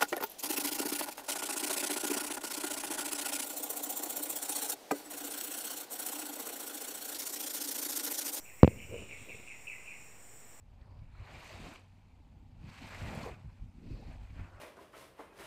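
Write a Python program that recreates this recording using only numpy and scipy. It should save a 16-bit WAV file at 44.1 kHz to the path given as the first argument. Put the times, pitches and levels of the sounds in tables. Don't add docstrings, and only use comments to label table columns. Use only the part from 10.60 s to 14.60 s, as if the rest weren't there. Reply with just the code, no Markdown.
import sys
import numpy as np
from scipy import signal
from scipy.fft import rfft, irfft
from scipy.io import wavfile
from scipy.ndimage import uniform_filter1d

SR = 44100
rng = np.random.default_rng(int(sys.argv[2]) if len(sys.argv) > 2 else 0)


def dump_mix(stems):
    frames = np.atleast_2d(stems).T
    limited = np.clip(frames, -1, 1)
    pcm = np.round(limited * 32767).astype(np.int16)
    wavfile.write(sys.argv[1], SR, pcm)


N = 176400

# t/s, deep rumble gain/dB, hum gain/dB
DEPTH = [(0, 0, -2), (1, 1.5, 1.5), (2, 2.5, -1), (2.6, -4.5, 4), (3.1, 4.5, 1), (3.6, 6.5, 5), (4, 1, 1.5)]


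def gain_of(db):
    return 10 ** (np.asarray(db) / 20)


def evened(x):
    return x / np.sqrt(np.mean(x ** 2) + 1e-20)


def read(points, hz):
    f, value = np.transpose(points)
    return np.interp(np.log(hz + 1), np.log(f + 1), value)


def add(mix, s, sound):
    part = mix[round(s * SR):][:len(sound)]
    part += sound[:len(part)]


def track(table, column):
    rows = np.array(table)
    return np.interp(np.arange(N) / SR, rows[:, 0], rows[:, column])


def coloured(x, db_at):
    gain = gain_of(db_at(np.fft.rfftfreq(N, 1 / SR)))
    return irfft(rfft(x) * gain, N)


def band(x, lo_hz, hi_hz):
    hz = np.fft.rfftfreq(N, 1 / SR) + 1
    low_edge = 1 + (lo_hz / hz) ** 8
    high_edge = 1 + (hz / hi_hz) ** 8
    return irfft(rfft(x) / np.sqrt(low_edge * high_edge), N)


def patchy(patch_db, flicker_db, patch_frames):
    real, imaginary, patches, flicker = rng.standard_normal((N // 128 + 5, 257, 4)).T
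    patches = uniform_filter1d(patches, 6, axis=0)
    patches = evened(uniform_filter1d(patches, patch_frames, axis=1))
    flicker = uniform_filter1d(flicker, 90, axis=0)
    flicker = evened(uniform_filter1d(flicker, 4, axis=1))
    spectrum = (real + 1j * imaginary) * gain_of(patch_db * patches + flicker_db * flicker)
    return evened(signal.istft(spectrum, nperseg=512, noverlap=384)[1][:N])


def far_sea():
    # f/Hz, level/dB
    far_colour = [(240, -43), (400, -11), (566, -12), (814, 0), (1610, -21.5), (2350, -15.5), (14900, -32)]
    level_db = -79.5
    noise = patchy(2.7, 0.88, patch_frames=30)
    wash = coloured(noise, lambda hz: read(far_colour, hz))
    return gain_of(level_db) * evened(band(wash, 330, SR))


def hum():
    # f/Hz, base level/dB, width/Hz (twice the rms pitch drift)
    hum_tones = [(95.4, -65, 2.41), (246, -77, 1.4)]
    out = np.zeros(N)
    for hz, db, width in hum_tones:
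        drift = evened(band(rng.standard_normal(N), 0.25, 4.18))
        swell = evened(band(rng.standard_normal(N), 0.25, 4.18))
        phase = 2 * np.pi * np.cumsum(hz + width / 2 * drift) / SR
        out += gain_of(db + 2.9 * swell) * np.sqrt(2) * np.sin(phase)
    return out * gain_of(track(DEPTH, column=2))


def lumps(depth_db, lo_hz, hi_hz):
    return gain_of(depth_db * evened(band(rng.standard_normal(N), lo_hz, hi_hz)))


def wind():
    # t/s, level/dB, flutter above the rumble/dB
    gust_levels = [(0.0, -59, -30), (0.03, -56.5, -13), (0.34, -53, -15), (0.44, -46, -21),
                   (0.49, -55.5, -11), (0.62, -44.5, -19.5), (0.68, -61.5, -3), (0.76, -49, -9.5),
                   (0.88, -59, -11), (1.04, -50.5, -3.5), (1.11, -60.5, 2.5), (1.22, -62, -9),
                   (1.93, -55.5, -6.5), (2.09, -43.5, -8), (2.14, -61, -6.5), (2.26, -52, -1.5),
                   (2.29, -64, -2), (2.37, -47.5, -13.5), (2.45, -40, -8.5), (2.6, -51, 3.5),
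                   (2.74, -42, -18), (2.77, -60, -2.5), (2.86, -44, -17), (2.97, -62.5, -7.5),
                   (3.04, -41, -14), (3.12, -64, -1), (3.29, -46.5, -1), (3.31, -42.5, -4.5),
                   (3.44, -55.5, -4.5), (3.5, -44.5, -8.5), (3.59, -55.5, -10.5), (3.61, -45, -10),
                   (3.68, -58.5, -10), (3.71, -46.5, -17), (3.75, -54.5, -3.5), (3.8, -41, -9.5),
                   (3.87, -57, -3.5), (3.92, -58, -16), (4.0, -58.5, -5)]
    # f/Hz, level/dB
    rumble_colour = [(9, -40), (18, -4.5), (50, -2), (78, -7), (96, 0.5), (124, -11.5), (150, -8),
                     (200, -35.5), (330, -120)]
    # f/Hz, level/dB
    flutter_colour = [(60, -25), (140, 2.5), (250, -0.5), (400, -18), (800, -45), (1600, -64)]

    rumble = coloured(rng.standard_normal(N), lambda hz: read(rumble_colour, hz))
    deep = band(rumble, 16, 63) * gain_of(track(DEPTH, column=1))
    rumble = evened((deep + band(rumble, 70, 150)) * lumps(1.5, 3.9, 36))

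    flutter = coloured(rng.standard_normal(N), lambda hz: read(flutter_colour, hz))
    flutter = evened(flutter * lumps(2.5, 2.6, 55))
    flutter *= gain_of(track(gust_levels, column=2))
    return gain_of(track(gust_levels, column=1)) * (rumble + flutter)


def buffets():
    # t/s, nominal level/dB, f/Hz
    buffet_hits = [(2.574, -37.5, 145), (3.308, -37.5, 111.6)]
    out = np.zeros(N)
    for s, db, hz in buffet_hits:
        cycles = np.arange(0, 3 / hz, 1 / SR) * hz
        shape = 2 * cycles * np.exp(1 - 1.8 * cycles ** 2)
        add(out, s, gain_of(db) * shape * np.sin(2 * np.pi * cycles))
    return out


def gulps():
    # t/s, peak level/dB, starting f/Hz, length/s, rise by the end/share of f
    air_pockets = [(1.04, -55, 230, 0.111, 0.502), (2.21, -47, 246, 0.022, .1),
                   (2.66, -38, 437, 0.012, 0.13), (.548, -59.5, 1280, 0.011, .1),
                   (3.42, -56, 720, 0.023, 0.24), (2.634, -47, 1010, 0.011, 0.11),
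                   (0.9, -51, 600, 0.019, 0.094)]
    out = np.zeros(N)
    for s, db, hz, length, rise in air_pockets:
        t = np.arange(0, length, 1 / SR)
        swell = np.sin(np.pi * t / length)
        tone = np.sin(2 * np.pi * hz * t * (1 + rise * t / length / 2))
        add(out, s, gain_of(db) * swell * tone)
    return out


def spray():
    # t/s, nominal level/dB, nominal f/Hz (the puff sits a little below)
    splashes = [(.211, -61, 4120), (.314, -66, 2500), (.388, -63, 4500), (.549, -66, 3500),
                (0.649, -53, 4200), (.658, -64, 7000), (0.693, -56, 1600), (.843, -50, 8000),
                (1.157, -45.5, 3300), (1.134, -55, 10500), (1.193, -60, 9000), (2.098, -53, 5000),
                (2.549, -49, 12100), (2.629, -43, 5000), (2.743, -60, 5200)]
    attack_s, t60_s = 0.0017, 0.05
    out = np.zeros(N)
    t = np.arange(2000) / SR
    for s, db, hz in splashes:
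        shape = np.minimum(t / attack_s, 1) * gain_of(db - 60 * t / t60_s)
        puff = band(rng.standard_normal(N), 0.81 * hz, 0.85 * hz)[:2000]
        add(out, s, shape * puff / abs(puff[:300]).max())
    return out


def hisses():
    # t/s, length/s, first f/Hz, last f/Hz, nominal width/Hz, level at the top of the swell/dB
    lap_hisses = [(0.2, 0.26, 4500, 4800, 870, -84), (.21, 0.054, 1900, 1600, 700, -74),
                  (0.53, 0.2, 2000, 3200, 370, -77), (.5, 0.22, 3900, 4300, 560, -76.5),
                  (3.22, 0.34, 2550, 2600, 90, -75.5), (3.22, 0.33, 4500, 4200, 1400, -72),
                  (3.74, .4, 1450, 1250, 490, -64.5), (3.42, 0.26, 850, 800, 260, -69),
                  (2.68, .09, 2400, 2500, 150, -66.5), (3.18, .3, 330, 520, 260, -61.5),
                  (.2, .25, 950, 1000, 200, -75), (1.25, .75, 850, 800, 220, -76.5)]
    out = np.zeros(N)
    for s, length, first_hz, last_hz, width, db in lap_hisses:
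        u = np.arange(0, 1, 1 / (length * SR))
        noise = rng.standard_normal((3, SR))
        pole = np.exp(-np.pi * width / SR)
        slow = signal.lfilter([1], np.poly([pole, pole]), noise)[:, -len(u):]
        phase = 2 * np.pi * np.cumsum(first_hz + (last_hz - first_hz) * u) / SR
        glide = slow[0] * np.cos(phase) + slow[1] * np.sin(phase)
        grain = gain_of(1.3 * evened(uniform_filter1d(noise[2], size=400))[:len(u)])
        swell = abs(np.sin(np.pi * u ** 0.98)) ** 0.68
        add(out, s, gain_of(db) * swell * evened(grain * glide))
    return out


def bubbles():
    nominal_per_s, turns, spread_db = 5000, 4.96, 2.5
    out = np.zeros(N)
    for hz in np.geomspace(350, 14000, 30):
        t = np.arange(0, 3 * turns / hz, 1 / SR)
        u = t * hz / turns
        blip = np.sin(2 * np.pi * hz * t * (1 + 0.051 * u)) * u * np.exp(-2.5 * u)
        loudness = gain_of(spread_db * np.minimum(rng.exponential(1, N), 3.5))
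        share = 1.4 * (hz / 14000) ** .25 / 30
        births = rng.random(N) < nominal_per_s * share / SR
        out += np.sqrt(hz) * evened(signal.oaconvolve(loudness * births, blip)[:N])
    return evened(out)


def waves():
    # t/s, body level/dB, then low tumble, fizz and finest fizz, each above the body/dB
    wave_levels = [(0.0, -88, 8.5, -2.5, -5), (0.37, -81, 12, -3.5, -12.5), (0.51, -74, -6, -16, -16),
                   (0.62, -63, -2.5, -19, -19), (0.72, -62, 0.5, -4.5, -12.5), (0.87, -59.5, -1.5, -4, -8),
                   (1.0, -60.5, -1.5, -3, -10), (1.07, -59.5, 2.5, -1.5, -8.5), (1.16, -63.5, 4, -3, -8.5),
                   (1.18, -67.5, 2, -1.5, -12.5), (1.27, -80, 2, -2, -8), (1.54, -84, 5, -1.5, -8.5),
                   (1.97, -84.5, 9, -1, -7.5), (2.09, -63.5, -4.5, -4.5, -11.5),
                   (2.175, -60.5, -9, -5, -11.5), (2.27, -56, -6.5, -6.5, -12),
                   (2.53, -52.5, 2, -11.5, -12), (2.65, -54.5, 3, -9.5, -9), (2.67, -59.5, 13.5, -8, -6.5),
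                   (2.748, -60.5, -2, -17, -16.5), (2.765, -70.5, 5.5, -14, -11.5),
                   (2.87, -75.5, 3, -6, -11.5), (3.16, -82.5, 3.5, -2.5, -5), (3.33, -73, 0.5, -1.5, -7.5),
                   (3.39, -75, 8, -4.5, -5), (3.53, -67.5, 2, -4.5, -10), (3.59, -75, 5, -3.5, -7),
                   (3.74, -70, -0.5, -10, -11.5), (3.8, -58.5, -8, -18.5, -20.5),
                   (3.92, -76.5, 12.5, -4.5, -7), (3.99, -71.5, 7, -8, -11.5)]
    # f/Hz, level/dB
    foam_colour = [(180, -32), (300, 14), (430, 6), (620, 8), (850, 5), (1250, -2.5), (1750, -5),
                   (2450, -3.5), (2850, -10.5), (3400, -17), (4500, -18), (5500, -25.5), (8000, -24.5),
                   (10700, -35.5), (13600, -31.5), (14900, -46)]
    bubble_share = 0.26
    foam = patchy(1.7, 1.58, patch_frames=16)
    water = np.sqrt(1 - bubble_share) * foam + np.sqrt(bubble_share) * bubbles()
    water = coloured(water, lambda hz: read(foam_colour, hz))

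    tumble = evened(band(water, 330, 1140)) * gain_of(track(wave_levels, column=2))
    body = evened(band(water, 1140, 3215))
    fizz = evened(band(water, 3215, 5450)) * gain_of(track(wave_levels, column=3))
    finest_fizz = evened(band(water, 5450, SR)) * gain_of(track(wave_levels, column=4))
    return gain_of(track(wave_levels, column=1)) * (tumble + body + fizz + finest_fizz)


def scene():
    background = far_sea() + hum() + wind() + buffets()
    water = gulps() + spray() + hisses() + waves()
    return (background + water)[None]


def record(dry):
    low_pass = signal.firwin(511, 15000, window=("kaiser", 9), fs=SR)
    return signal.oaconvolve(dry, low_pass[None], "same")


dry = scene()
out = record(dry)
dump_mix(out)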